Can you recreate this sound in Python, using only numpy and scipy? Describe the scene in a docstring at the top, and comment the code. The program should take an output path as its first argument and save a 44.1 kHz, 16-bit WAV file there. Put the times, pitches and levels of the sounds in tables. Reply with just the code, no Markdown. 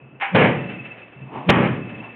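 """A sharp wooden clack rings out over a faint, insect-like trill in a bare, echoing room.
Then two heavy blows smash a wooden cabinet, with a scuff on the floor before the second.
Each blow cracks, booms and sheds splinters. Pieces snap off,
loose boards knock and chips land, while the trill carries on behind.
The recorder cuts the treble, turns the bangs down and overloads on the hardest crack."""
import sys
import numpy as np
from scipy import signal
from scipy.fft import rfft, irfft, next_fast_len
from scipy.io import wavfile
from scipy.ndimage import uniform_filter1d, minimum_filter1d

SR = 44100
rng = np.random.default_rng(int(sys.argv[2]) if len(sys.argv) > 2 else 0)


def unload_wav(signal):
    """Save mono or channel-first audio to the path in sys.argv[1] as 16-bit WAV at rate SR, clipped to [-1, 1]."""
    wavfile.write(
        sys.argv[1],
        SR,
        np.round(np.clip(np.atleast_2d(signal).T, -1, 1) * 32767).astype(np.int16),
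    )


N = 94815
T = np.arange(N) / SR
FRAME = 16384  # samples in a tone filter
FRAME_HZ = np.maximum(np.arange(FRAME // 2 + 1) * SR / FRAME, 1)

# How long the room echoes: (frequency [Hz], time to fade by 60 dB [s])
ROOM_DECAY = [(60, 0.88), (130, 0.93), (250, 1), (500, 0.71), (1000, 0.56), (2000, 0.56), (4000, 0.38)]
# Tone of the room's hush: (frequency [Hz], relative level [dB])
AIR_TONE = [(25, -8), (70, -6.5), (130, -10), (250, 5), (500, -1), (1000, -8), (2000, -14), (2800, -11),
            (4000, -27)]
# How the trill swells and sinks: (time [s], level [dB])
TRILL_LEVELS = [(0, -52.5), (.2, -57), (.6, -41), (.72, -40.5), (.87, -37.5), (.97, -48.5), (1.02, -44.5),
                (1.11, -56), (1.23, -50.5), (1.28, -55.5), (1.7, -50), (1.87, -45.5), (2.0, -42),
                (2.15, -45)]
# Weight shifting: (time [s], level [dB])
THUMPS = [(0.010, -42.5), (0.115, -47), (0.545, -30), (0.78, -39.5), (1.152, -41), (1.205, -34.5),
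          (1.345, -34.5), (1.685, -24), (1.81, -35), (1.925, -38.5)]
# Tone of a thump: (frequency [Hz], relative level [dB])
THUMP_TONE = [(40, -27), (95, -20), (125, 0.5), (160, -5), (220, -14.5), (350, -20.5), (700, -32.5),
              (2000, -42)]
# Scuffs on the floor: (loudest moment [s], rise [s], fall [s], level [dB])
SCUFFS = [(1.365, .03, 0.027, -32.5), (1.425, 0.044, 0.09, -38), (2.071, 0.06, 0.02, -40.5)]
# Tone of a scuff: (frequency [Hz], relative level [dB])
SCUFF_TONE = [(80, -23.5), (250, 2.5), (500, -7), (800, 0), (1100, -4), (1500, -18.5), (2600, -16.5),
              (4000, -22)]
# Chips landing: (time [s], level [dB])
CHIPS = [(0.600, -39), (0.648, -40.5), (0.690, -31), (0.732, -42.5), (0.843, -34.5), (0.872, -62),
         (0.965, -41), (1.645, -26), (1.885, -37.5), (1.943, -47), (2.026, -38.5)]
# Tone of chips and splinters: (frequency [Hz], relative level [dB])
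SPLINTER_TONE = [(100, -28.5), (300, -4), (600, 2.5), (1100, -4.5), (2200, 2), (3200, -1), (4000, -5.5)]
# Loose boards knocking: (time [s], level [dB])
RATTLES = [(0.545, -29.5), (0.685, -35), (0.775, -37), (1.795, -38.5), (1.860, -38), (1.920, -34),
           (1.975, -38)]
# Tone of those knocks: (frequency [Hz], relative level [dB])
RATTLE_TONE = [(80, -24.5), (150, -8), (210, 0), (300, -4.5), (420, -12.5), (560, -11), (900, -23),
               (3000, -36)]
# The quick hits that make up the clack: (time [s], level [dB])
CLACK_HITS = [(0.200, -30), (0.212, -18), (0.224, -31)]
# Tone of the clack: (frequency [Hz], relative level [dB])
CLACK_TONE = [(100, -40), (400, -18.5), (650, -9.5), (850, 1), (1400, -2), (2300, 3), (3000, -2),
              (4000, -11)]
# Notes of the clacking board: (frequency [Hz], relative level [dB], time to fade by 60 dB [s])
BOARD_NOTES = [(793, 10, .3), (859, -13, 0.62), (1073, -12, .3), (1260, -6, 0.36), (1322, -30.5, .35),
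               (1650, 1.5, 0.16), (2344, -8.5, 0.39), (2458, -11, 0.28)]
# Pieces tearing off: (time [s], snap level [dB], thud level [dB])
BREAKS = [(0.385, -15, -18), (0.412, -11.5, -12.5), (0.437, -14, -15.5), (0.452, -29, -16.5),
          (1.524, -19, -24), (1.551, -31, -24.5), (1.598, -28.5, -20.5), (1.628, -20, -27.5),
          (1.648, -26, -30.5)]
# Tone of a snap: (frequency [Hz], relative level [dB])
SNAP_TONE = [(100, -13), (300, -4), (550, 6.5), (1000, 0), (1500, -1), (2200, 4.5), (3200, -8.5),
             (4000, -4.5)]
# Tone of the thuds and the low swell: (frequency [Hz], relative level [dB])
THUD_TONE = [(40, -17), (80, -16), (125, 4.5), (180, 6), (300, -3.5), (500, 4.5), (800, -10.5),
             (2000, -17.5)]
# Notes of the cabinet panels: (frequency [Hz], relative level [dB], time to fade by 60 dB [s])
PANEL_NOTES = [(114.6, -16, 2), (127.7, -2, 0.8), (135, -9.5, 0.25), (173.2, -3.5, .45),
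               (191.5, -10.5, 0.23), (216.8, -11, 0.6), (238, -15.5, 1.1), (393, -16, 0.53),
               (514, -14.5, 0.37), (565, -8, .6)]
# Tone of a crack: (frequency [Hz], relative level [dB])
CRACK_TONE = [(60, -2), (170, 5.5), (400, 5), (1000, -5.5), (2000, -5), (3000, -2.5), (4000, 2)]
# Tone of a bang: (frequency [Hz], relative level [dB])
BANG_TONE = [(30, -12), (60, -6), (95, -0.5), (125, 3.5), (180, 11.5), (300, 5.5), (550, 1.5), (900, 4),
             (1400, 0.5), (2300, -2.5), (3200, -3.5), (4000, -13.5)]
# The two blows: (time [s], bang [dB], crack [dB], panel boom [dB], hollow ring boost [dB],
# splinters [dB], splintering length [s], contact fade time [s])
BLOWS = [(0.348, -9, -5.5, -13.5, 7.5, -12.5, .11, .012), (1.490, -6, 6, -10, 1.5, -23.5, 0.16, 0.0072)]


def from_db(db):
    """Turn decibels into a number to multiply by."""
    return 10 ** (np.asarray(db) / 20)


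def rms_one(x):
    """Scale a signal to an average power of one."""
    return x / np.sqrt(np.mean(x ** 2) + 1e-20)


def at_hz(points, hz):
    """Read between the rows of a table, with octaves evenly spaced."""
    frequencies, values = np.transpose(points)
    return np.interp(np.log(hz), np.log(frequencies), values)


def convolve(x, response):
    """Play x through a response, such as a room's echo."""
    return signal.fftconvolve(x, response)[:N]


def colour(x, tone, extra_db=0):
    """Give x a tone, using a filter that keeps the power of white noise."""
    gains = rms_one(from_db(at_hz(tone, FRAME_HZ) + extra_db))
    cepstrum = irfft(np.log(gains))
    # Folding this in half makes the filter ring only after a hit, never before.
    cepstrum[1:FRAME // 2] *= 2
    cepstrum[FRAME // 2 + 1:] = 0
    return convolve(x, irfft(np.exp(rfft(cepstrum))))


def high_pass(x, hz):
    """Turn down everything lower than hz."""
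    return signal.sosfilt(signal.butter(2, hz, "high", fs=SR, output="sos"), x)


def drift(hz):
    """A random wobble, mostly slower than hz."""
    size = 2 * next_fast_len(N, True)
    frequencies = np.maximum(np.arange(size // 2 + 1) * SR / size, 1)
    spectrum = rfft(rng.standard_normal(size)) / (1 + (frequencies / hz) ** 4)
    return rms_one(irfft(spectrum)[:N])


def clicks(rows):
    """One click for each (time [s], level [dB])."""
    track = np.zeros(N)
    for s, db in rows:
        track[int(np.clip(s * SR, 0, N - 1))] += from_db(db)
    return track


def ticks(per_s):
    """Clicks of random size at random times."""
    return (rng.random(N) < per_s / SR) * rng.standard_normal(N)


def burst(envelope):
    """Wood fibres being crushed: noise that swells and fades with the envelope."""
    x = rng.standard_normal(N) * envelope
    live = envelope > 1e-3
    for _ in range(3):  # even out the frequencies, then restore the swell and fade
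        flat_spectrum = np.exp(1j * np.angle(rfft(x[live])))
        x[live] = irfft(flat_spectrum, live.sum()) * np.sqrt(envelope[live])
    return rms_one(x * live) / np.sqrt(N)


def fade(s, hold_s, fade_s):
    """Start suddenly at time s, hold, then die away."""
    return (T >= s) * np.exp(-np.clip((T - s - hold_s) / fade_s, 0, 20))


def ringing(notes):
    """Struck wood rings with several notes, each fading at its own speed."""
    return sum(from_db(db - 60 * T / t60) * np.sin(2 * np.pi * hz * T) for hz, db, t60 in notes)


def room(decay_scale=1):
    """Direct sound plus a dense echo; each call is like a different spot in the room."""
    build_s, direct_db = 0.0034, -14.5
    t, hz = np.arange(FRAME) * 4 / SR, FRAME_HZ / 4  # built at a quarter of the sample rate
    edges = np.r_[0, np.geomspace(70, 5000, 15), SR][:, None]
    low, high = edges[:-1], edges[1:]
    bands = irfft(rfft(rng.standard_normal(FRAME)) * (hz >= low) * (hz < high))
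    swell = uniform_filter1d(bands ** 2, size=400, axis=1) / np.mean(bands ** 2, axis=1, keepdims=True)
    steady_bands = bands / np.sqrt(np.abs(swell) + 1e-6)
    decay = np.exp(-np.log(1000) * t / (decay_scale * at_hz(ROOM_DECAY, (low + high) / 2)))
    tail = np.sum(steady_bands * decay, axis=0) * (1 - np.exp(-t / build_s))
    response = signal.resample_poly(tail, 4, 1) / 2
    response[0] += from_db(direct_db) * 2 * np.sqrt(np.sum(tail ** 2))
    return response


def in_room(x, tone, decay_scale=1):
    """Add the room's echo to x and give it a tone."""
    return colour(convolve(x, room(decay_scale)), tone)


def air():
    """The room's faint, steady hush."""
    return from_db(-50.5) * colour(rng.standard_normal(N), AIR_TONE)


def trill():
    """A high, insect-like note that wavers and throbs."""
    pitch_hz, wander_hz = 2625, 19
    throb_period_s, throb_peak_s = 0.054, 0.70
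    phase = 2 * np.pi * np.cumsum(pitch_hz + wander_hz * drift(11)) / SR
    roughness = drift(44) * np.sin(phase) + drift(60) * np.cos(phase)
    note = np.sin(phase) + 0.82 * roughness
    throb = 1 + 0.42 * np.cos(2 * np.pi * (T - throb_peak_s) / throb_period_s)
    level = from_db(np.interp(T, *np.transpose(TRILL_LEVELS)))
    return level * rms_one(note * throb)


def thumps():
    """Shifting weight makes dull thumps."""
    return in_room(clicks(THUMPS), THUMP_TONE, decay_scale=0.55)


def scuffs():
    """Something rubs over the floor in short swells of noise."""
    level = sum(from_db(db) / np.sqrt(1 + ((T - s) / np.where(T < s, rise, fall)) ** 4)
                for s, rise, fall, db in SCUFFS)
    return level * colour(rng.standard_normal(N), SCUFF_TONE)


def settling():
    """Splintered wood goes on ticking ever more faintly after each blow."""
    start_db, fall_db_per_s = -36, 20.5
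    level = sum(from_db(start_db - fall_db_per_s * np.abs(T - s)) * (T > s) for s, *_ in BLOWS)
    return level * rms_one(in_room(ticks(per_s=230), SPLINTER_TONE, decay_scale=0.55))


def chips():
    """Wood chips land, each with one small click."""
    return in_room(clicks(CHIPS), SPLINTER_TONE)


def rattles():
    """Loosened boards knock against the cabinet's hollow frame."""
    return in_room(clicks(RATTLES), RATTLE_TONE, decay_scale=0.45)


def clack():
    """A loose board takes three quick hits and rings from the last."""
    knocks = in_room(clicks(CLACK_HITS), CLACK_TONE, decay_scale=0.8)
    ring = convolve(clicks(CLACK_HITS[-1:]), ringing(BOARD_NOTES))
    return knocks + from_db(-0.5) * high_pass(ring, hz=400)


def low_swell():
    """A soft, low rush of noise swells into each blow and fades after it."""
    swell_s = 0.016
    swell = sum(np.exp(-np.abs(T - s) / swell_s) for s, *_ in BLOWS)
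    return from_db(-24.5) * swell * colour(rng.standard_normal(N), THUD_TONE)


def breaks():
    """Each piece snaps off with a short crunch and jolts the frame."""
    snaps = sum(from_db(db) * burst(fade(s, hold_s=0, fade_s=0.0023)) for s, db, _ in BREAKS)
    jolts = clicks([(s, db) for s, _, db in BREAKS])
    return in_room(snaps, SNAP_TONE, decay_scale=0.48) + in_room(jolts, THUD_TONE, decay_scale=0.51)


def panels(s, boom_db):
    """A brief low pulse swells around the hit, and the panels boom with their own notes."""
    pulse_s, pulse_hz, pulse_db = 0.012, 177.3, -14.5
    low_pulse = np.exp(-0.5 * ((T - s) / pulse_s) ** 2) * np.cos(2 * np.pi * pulse_hz * (T - s))
    boom = convolve(clicks([(s, boom_db)]), ringing(PANEL_NOTES))
    return from_db(pulse_db) * low_pulse + high_pass(boom, hz=120)


def crack(s):
    """Fibres tear in one short burst as the panel gives way."""
    delay_s, half_width_s = 0.010, 0.0091
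    tearing = np.exp(-0.5 * np.minimum(np.abs(T - s - delay_s) / half_width_s, 5) ** 4)
    return colour(burst(tearing), CRACK_TONE) * np.sqrt(2 * half_width_s * SR)


def blow(s, bang_db, crack_db, boom_db, hollow_db, splinter_db, splinter_s, contact_s):
    """One heavy hit: the hollow cabinet bangs, cracks and splinters, and the room answers."""
    hollow_hz, width_octaves = 524, 0.2
    echo = room()
    hollow_boost = hollow_db * np.exp(-0.5 * (np.log2(FRAME_HZ / hollow_hz) / width_octaves) ** 2)
    contact = burst(fade(s, hold_s=0, fade_s=contact_s))
    bang = from_db(bang_db) * colour(convolve(contact, echo), BANG_TONE, hollow_boost)
    tear = from_db(crack_db) * crack(s)
    snaps = rms_one(ticks(per_s=260) * fade(s, hold_s=splinter_s, fade_s=0.014)) / np.sqrt(N)
    splinters = from_db(splinter_db) * colour(convolve(snaps, echo), SPLINTER_TONE)
    return bang + tear + splinters + panels(s, boom_db)


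def scene():
    """Everything in the room, heard at one microphone."""
    hush = air()
    smash = sum(blow(*row) for row in BLOWS) + breaks()
    small_sounds = settling() + clack() + chips() + thumps() + scuffs()
    return (hush + trill() + small_sounds + rattles() + low_swell() + smash)[None]


def limiter(x):
    """Turn loud peaks down quickly, then let the level come back slowly."""
    threshold_db, cut_share, attack_s, release_db_per_s = -4.5, 0.62, 0.006, 73.5
    cut_db = cut_share * np.maximum(20 * np.log10(np.abs(x) + 1e-9) - threshold_db, 0)
    held_db = np.maximum.accumulate(cut_db + release_db_per_s * T) - release_db_per_s * T
    smoothing = np.exp(-1 / (attack_s * SR))
    return x * from_db(-signal.lfilter([1 - smoothing], [1, -smoothing], held_db))


def catch_peaks(x, ceiling):
    """Look ahead and turn small overshoots down; bigger ones still pass the ceiling."""
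    most_cut_db = 2
    gain = np.clip(0.98 * ceiling / (np.abs(x) + 1e-9), from_db(-most_cut_db), 1)
    gain = minimum_filter1d(gain, size=181)
    return x * uniform_filter1d(uniform_filter1d(gain, size=91), size=91)


def record(dry):
    """The recorder cuts deep bass and treble, holds the bangs down and clips what is still too loud."""
    treble_hz, stop_hz, final_stop_hz, ceiling = 3000, 5260, 15800, 0.667
    x = high_pass(dry[0], hz=62)
    x = signal.sosfilt(signal.butter(8, treble_hz, fs=SR, output="sos"), x)
    x = signal.sosfilt(signal.cheby2(12, 70, stop_hz, fs=SR, output="sos"), x)
    x = np.clip(catch_peaks(limiter(x), ceiling), -ceiling, ceiling)
    return signal.sosfilt(signal.cheby2(12, 70, final_stop_hz, fs=SR, output="sos"), x)[None]


dry = scene()
out = record(dry)
unload_wav(out)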